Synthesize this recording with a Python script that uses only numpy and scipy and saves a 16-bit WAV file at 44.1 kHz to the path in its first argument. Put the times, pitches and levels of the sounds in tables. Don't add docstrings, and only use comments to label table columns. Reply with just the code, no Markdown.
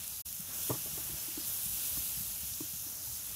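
import sys
import numpy as np
from scipy import signal
from scipy.fft import rfft, irfft
from scipy.io import wavfile
from scipy.ndimage import uniform_filter1d

SR = 44100
rng = np.random.default_rng(int(sys.argv[2]) if len(sys.argv) > 2 else 0)


def store_pcm(level_fs):
    pcm = np.round(np.clip(level_fs, -1, 1) * 32767).astype(np.int16)
    wavfile.write(sys.argv[1], SR, np.atleast_2d(pcm).T)


def convert_level_to_amplitude(level_db):
    exponent = np.asarray(level_db, float) / 20
    return 10 ** exponent


N = 147735
T = np.arange(N) / SR
BIN_HZ = np.arange(N // 2 + 1) * SR / N


def unit(x):
    return x / np.sqrt(np.mean(x ** 2))


def band(x, lo_hz, hi_hz):
    return signal.sosfilt(signal.butter(2, [lo_hz, min(hi_hz, SR / 2.1)], "band", fs=SR, output="sos"), x)


def pass_bins(spec, lo_hz, hi_hz):
    return irfft(spec * (BIN_HZ > lo_hz) * (BIN_HZ < hi_hz), N)


def shape(x, table):
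    table_hz, table_db = np.array(table).T
    hz = np.maximum(BIN_HZ, 1)
    gain = convert_level_to_amplitude(np.interp(np.log(hz), np.log(table_hz), table_db))
    return irfft(rfft(x) * gain * np.minimum(hz / table_hz[0], 1) ** 2, N)


def follow(table):
    return np.interp(T, *np.array(table).T)


def walk(rate_hz):
    k = int(SR / rate_hz)
    steps = np.repeat(rng.standard_normal(N // k + 1), k)
    return unit(uniform_filter1d(uniform_filter1d(steps, k), k)[:N])


def bubbles():
    count, life_cycles = 5000, 65
    start, octave, size = rng.random((count, 3)).T
    hz = 2500 * 2 ** (2.7 * octave[:, None])
    t = T[:256]
    turns = hz * t
    tone = np.sin(2 * np.pi * turns * (1 + 0.02 * turns / life_cycles))
    grain = tone * turns * convert_level_to_amplitude(-50 * turns / life_cycles)
    level = hz / 8000 * convert_level_to_amplitude(4 * size[:, None])
    at = (start[:, None] * N).astype(int) + np.arange(len(t))
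    return unit(np.bincount(at.ravel(), (grain * level).ravel(), N + len(t))[:N])


def sizzle():
    # (time [s], level [dB], treble tilt [dB/octave], hump [dB], hollow below it [dB])
    boil = [(0, -41, -0.5, -1.5, -2), (.2, -41.5, 2, 0, 2), (.35, -42, 0.8, 2.5, -3),
            (.5, -42, 0.5, 0.5, -1.5), (.54, -38, 1, 1.5, -4.5), (.69, -36.5, 1, -2, -3),
            (.8, -39.5, 1, 0.5, -1), (1.05, -37.5, 1, 0, -1.5), (1.1, -38, 0.5, -2, -1.5),
            (1.44, -40.5, 0, -1, 0.5), (1.48, -36.5, 2, 0, -2), (1.9, -35, 1.5, -1.5, -1),
            (2.05, -36.5, 1.5, -1.5, -0.5), (2.3, -38.5, 1.5, -0.5, 1), (2.55, -39.5, 1.2, 1.5, -1),
            (2.9, -42, 2.2, 3.5, 1), (3.1, -41, 2, 2.5, 1.5), (3.35, -42, 0, 0.5, -1.5)]
    # (frequency [Hz], spectral density [dB per Hz])
    fizz = [(2050, -14.5), (2700, -6.5), (4600, -6.5), (6200, -1.5), (8700, -6), (10300, 0), (14300, -0.5),
            (15600, -4.5)]
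    bursts_per_s, burst_spread_db, bubble_db, steam_db = 11000, 2.5, -7.5, -1
    chance, sign, size = rng.random((3, N))
    bursts = (chance < bursts_per_s / SR) * np.sign(sign - .5) * convert_level_to_amplitude(-burst_spread_db * np.log(size + 2e-3))
    steam = convert_level_to_amplitude(steam_db) * rng.standard_normal(N)
    raw = shape(unit(bursts) + convert_level_to_amplitude(bubble_db) * bubbles() + steam, fizz)

    s, db, tilt, hump_db, hollow_db = np.array(boil).T
    tilt_db = np.interp(T, s, tilt)
    shared = .15 * walk(5.54) + 0.5 * walk(10) + 0.23 * walk(40)
    spec = rfft(raw)
    out = 0
    for octave in np.arange(-4, 2, .5):
        part = np.cos(np.pi * np.clip(np.log2(BIN_HZ / 8000 + 1e-9) - octave, -.5, .5)) ** 2
        flicker = shared + 0.36 * walk(6.0) + 0.53 * walk(30.37)
        out = out + irfft(spec * part, N) * convert_level_to_amplitude(tilt_db * octave + flicker)

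    spec = rfft(out)
    for lo_hz, hi_hz, gain_db in ((5100, 7300, hump_db), (3800, 5100, hollow_db)):
        out = out + (convert_level_to_amplitude(np.interp(T, s, gain_db)) - 1) * pass_bins(spec, lo_hz, hi_hz)
    return out / np.sqrt(np.mean(raw ** 2)) * convert_level_to_amplitude(np.interp(T, s, db))


def ring(x, hz, t60_s):
    pole = np.exp(2j * np.pi * hz / SR - np.log(1000) / (max(t60_s, 1e-3) * SR))
    return signal.lfilter([1], [1, -pole], x).imag


def bowl(x):
    # (frequency [Hz], level [dB], t60 [s])
    modes = [(125, -9, 0.12), (336.5, -5.5, 0.053), (429, -11, 0.029), (552, -13, 0.014),
             (640, -4.5, 0.035), (795, -25, 0.017), (874, -5.5, 0.032), (992, -7, 0.029), (1107, -5, 0.029),
             (1166, -5.5, 0.021), (1400, -25, 0.03), (1760, -11.5, 0.034)]
    return sum(convert_level_to_amplitude(db) * ring(x, hz, t60_s) for hz, db, t60_s in modes)


def air():
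    # (frequency [Hz], spectral density [dB per Hz])
    air_colour = [(30, -8.5), (54, 2.5), (77, -0.5), (175, -7.5), (398, -19.5), (830, -18), (996, -23.5),
                  (1390, -15.5), (2000, -22), (2600, -84), (4400, -120)]
    # (time [s], level [dB])
    roar_levels = [
        (0, -1.5),
        (.4, -1.5),
        (.55, 3),
        (1.2, 3),
        (1.65, 1.5),
        (1.85, 2),
        (2.6, -1),
        (3.35, 1.5),
    ]
    # (time [s], level [dB])
    flame = [(0, 2.5), (.12, -1.5), (.25, 0), (.45, 2.5), (.8, -1), (1.15, 4.5), (1.4, 0), (1.6, 4),
             (1.85, -1.5), (1.95, 2.5), (2.3, 2), (2.5, 2.5), (2.65, -1.5), (2.78, 1), (2.95, -2),
             (3.1, 0.5), (3.35, -1)]
    air_db, flutter_db, bowl_hum_db = -54, 2.5, -68
    noise = shape(rng.standard_normal(N), list(air_colour)[:8] + [(6000, -38.5)])
    low = signal.sosfilt(signal.butter(2, 280, fs=SR, output="sos"), noise)
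    roar = convert_level_to_amplitude(follow(roar_levels) + 1.05 * walk(10.38))
    flames = low * convert_level_to_amplitude(follow(flame) + flutter_db * walk(14)) + (noise - low) * roar
    hum = unit(band(bowl(rng.standard_normal(N)), 580, 1120))
    return convert_level_to_amplitude(air_db) * unit(flames) + convert_level_to_amplitude(bowl_hum_db) * roar * hum


def spits():
    # (time [s], peak level [dB], pitch [Hz])
    droplets = [(.0368, -28, 7200), (0.079, -23, 11000), (.1923, -40, 11000), (.287, -37, 6200),
                (.328, -24, 10000), (.3515, -25, 11000), (.4058, -26, 10000), (0.694, -21, 12000),
                (.8208, -28.5, 7000), (.8476, -37, 6200), (1.4843, -23, 12000), (1.6255, -25, 12000),
                (1.658, -22, 11000), (1.6964, -34, 11300), (2.1621, -27, 12000), (2.2169, -21, 12000),
                (2.3312, -28, 12000), (2.3561, -33, 6200), (2.538, -29, 6200), (2.8998, -29, 11000),
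                (2.9161, -32, 11000), (2.9552, -32, 6000), (2.9688, -29, 11000), (3.08, -32, 10000),
                (3.085, -30, 11000), (3.1714, -28, 11000), (3.268, -26, 11000)]
    t60_s, gain_db = 0.0013, 1.2
    out, t = np.zeros(N), T[:256]
    decay = np.exp(-np.log(1000) * t / t60_s)
    for s, db, hz in droplets:
        i = int(s * SR)
        tick = band(rng.standard_normal(len(t)) * decay, hz / 1.3, hz * 1.43)
        out[i:i + len(t)] += convert_level_to_amplitude(db + gain_db) * tick / np.abs(tick).max()
    return out


def thumps():
    # (time [s], peak level [dB], pitch [Hz])
    flares = [(0.395, -42.5, 176), (.6935, -33.5, 365), (.701, -38.5, 131), (.7035, -30.5, 424),
              (.704, -35, 634), (.72, -41, 313), (.733, -42, 139), (.75, -45, 306), (0.77, -46, 139),
              (0.784, -51, 148), (0.811, -51, 152), (0.842, -49, 160), (.855, -51, 410), (.857, -51, 640),
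              (.925, -45.5, 159), (0.974, -45.5, 387), (0.998, -51, 296), (1.042, -53, 150),
              (1.135, -45, 125), (1.093, -47.5, 330), (1.093, -42.5, 115), (1.115, -50, 140),
              (1.132, -48.5, 338), (1.28, -44, 308), (1.374, -35, 300), (1.392, -52, 324),
              (1.493, -50.5, 129), (1.656, -42, 162), (1.725, -56, 197), (1.762, -48, 75), (1.91, -46, 68),
              (1.967, -44.5, 154), (1.966, -59, 886), (1.966, -53, 1460), (1.974, -45, 287),
              (2.168, -43.5, 145), (2.202, -45, 182), (2.43, -44, 161), (2.604, -33.5, 308),
              (2.613, -45, 129), (2.732, -45, 158), (2.862, -48.5, 306), (3.07, -45.5, 110),
              (3.07, -53.5, 870)]
    # (time [s], level [dB], length of the scrape [s], top frequency [Hz])
    knocks = [
        (0.695, -47.5, 0.011, 1100),
        (0.702, -46, 0.013, 1380),
        (.714, -54.5, 0.014, 1320),
        (0.73, -57.5, 0.031, 1320),
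        (0.854, -60, 0.025, 700),
        (0.973, -59, 0.016, 900),
        (1.373, -58, 0.0068, 1400),
        (1.966, -60, 0.008, 1700),
        (2.603, -58, 0.0059, 980),
        (0.708, -51, .012, 3280),
    ]
    thump_s, low_stretch, echo_s, echo_db, crack_db = 0.0027, 0.22, .026, -14, 8.0
    out, push, t = np.zeros(N), np.zeros(N), T[:4096]
    for s, db, hz in flares:
        i = int(s * SR)
        age = t / (thump_s * (300 / hz) ** low_stretch)
        puff = -np.sin(2 * np.pi * hz * t) * age ** 2 * np.exp(-age)
        out[i:i + len(t)] += (convert_level_to_amplitude(db) * puff / np.abs(puff).max())[:N - i]
    rough = rng.standard_normal(N)
    for s, db, length_s, top_hz in knocks:
        scrape = rough * np.sin(np.pi * np.clip((T - s) / length_s, 0, 1))
        push += convert_level_to_amplitude(db - 9.0) * band(band(scrape, 93, top_hz), 54, top_hz * 1.9)
    lag = int(echo_s * SR)
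    echo = convert_level_to_amplitude(echo_db) * np.concatenate([np.zeros(lag), out[:-lag]])
    return out + echo + bowl(push) + convert_level_to_amplitude(crack_db) * push


def scene():
    mono = sizzle() + air() + spits() + thumps()
    return np.array([mono, mono])


def band_limit(x):
    return signal.sosfilt(signal.butter(12, 15730, fs=SR, output="sos"), x)


def record(dry):
    # (time [s], low edge [Hz], high edge [Hz], level [dB])
    fills = [
        (1.2, 5160, 6300, -51),
        (1.41, 4700, 5800, -54),
        (1.41, 6900, 8200, -55),
        (1.99, 5200, 6280, -50),
        (1.99, 9700, 11200, -43),
        (2.64, 7600, 9700, -51),
        (2.64, 13100, 14600, -48),
        (2.803, 6860, 9000, -51),
        (2.803, 10300, 11800, -49),
    ]
    # (start [s], end [s], centre [Hz], width [Hz])
    holes = [(.05, .1, 1960, 130), (.088, .12, 2180, 250), (0.13, .175, 1800, 150), (.25, .275, 1950, 160),
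             (.538, .562, 1850, 200), (.565, 0.672, 1980, 130), (.635, .66, 2170, 250),
             (.735, .76, 2750, 200), (.84, .865, 2110, 130), (0.865, .93, 1990, 130),
             (.918, .95, 1880, 220), (1.41, 1.442, 2200, 230), (1.54, 1.578, 2470, 250),
             (1.612, 1.648, 2190, 230), (1.725, 1.75, 1820, 150), (1.84, 1.865, 1990, 130),
             (2.075, 2.1, 1900, 250), (2.28, 2.305, 1990, 150), (2.325, 2.35, 1920, 250),
             (2.375, 2.4, 1990, 130), (2.465, 2.49, 1980, 130), (2.52, 2.565, 1980, 140),
             (2.535, 2.56, 2170, 240), (2.59, 2.61, 1980, 130), (2.605, 2.63, 2780, 200)]
    gap_from_s, gap_to_s, gap_fade_s, fill_s = .208, .2635, .0165, .02
    dry = signal.sosfilt(signal.butter(5, 52, "high", fs=SR, output="sos"), dry)
    out_of_gap = np.maximum(gap_from_s + gap_fade_s - T, T - gap_to_s + gap_fade_s) / gap_fade_s
    gate = np.sin(np.pi / 2 * np.clip(out_of_gap, 0, 1)) ** 2
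    side = 0
    for s, lo_hz, hi_hz, db in fills:
        noise = unit(pass_bins(rfft(rng.standard_normal(N)), lo_hz, hi_hz))
        side = side + convert_level_to_amplitude(db) * noise * np.cos(np.pi / 2 * np.clip((T - s) / fill_s, -1, 1)) ** 2
    spec = rfft(dry[0])
    for start, end, centre_hz, width_hz in holes:
        edge = np.clip(np.minimum(T - start, end - T) / .012 + .5, 0, 1)
        dry = dry - edge * pass_bins(spec, centre_hz - width_hz / 2, centre_hz + width_hz / 2)
    limited = irfft(rfft(dry) * (BIN_HZ < 15720), N)
    mix = limited * gate + side * np.array([[1], [-1]])
    return band_limit(mix)


dry = scene()
out = record(dry)
store_pcm(out)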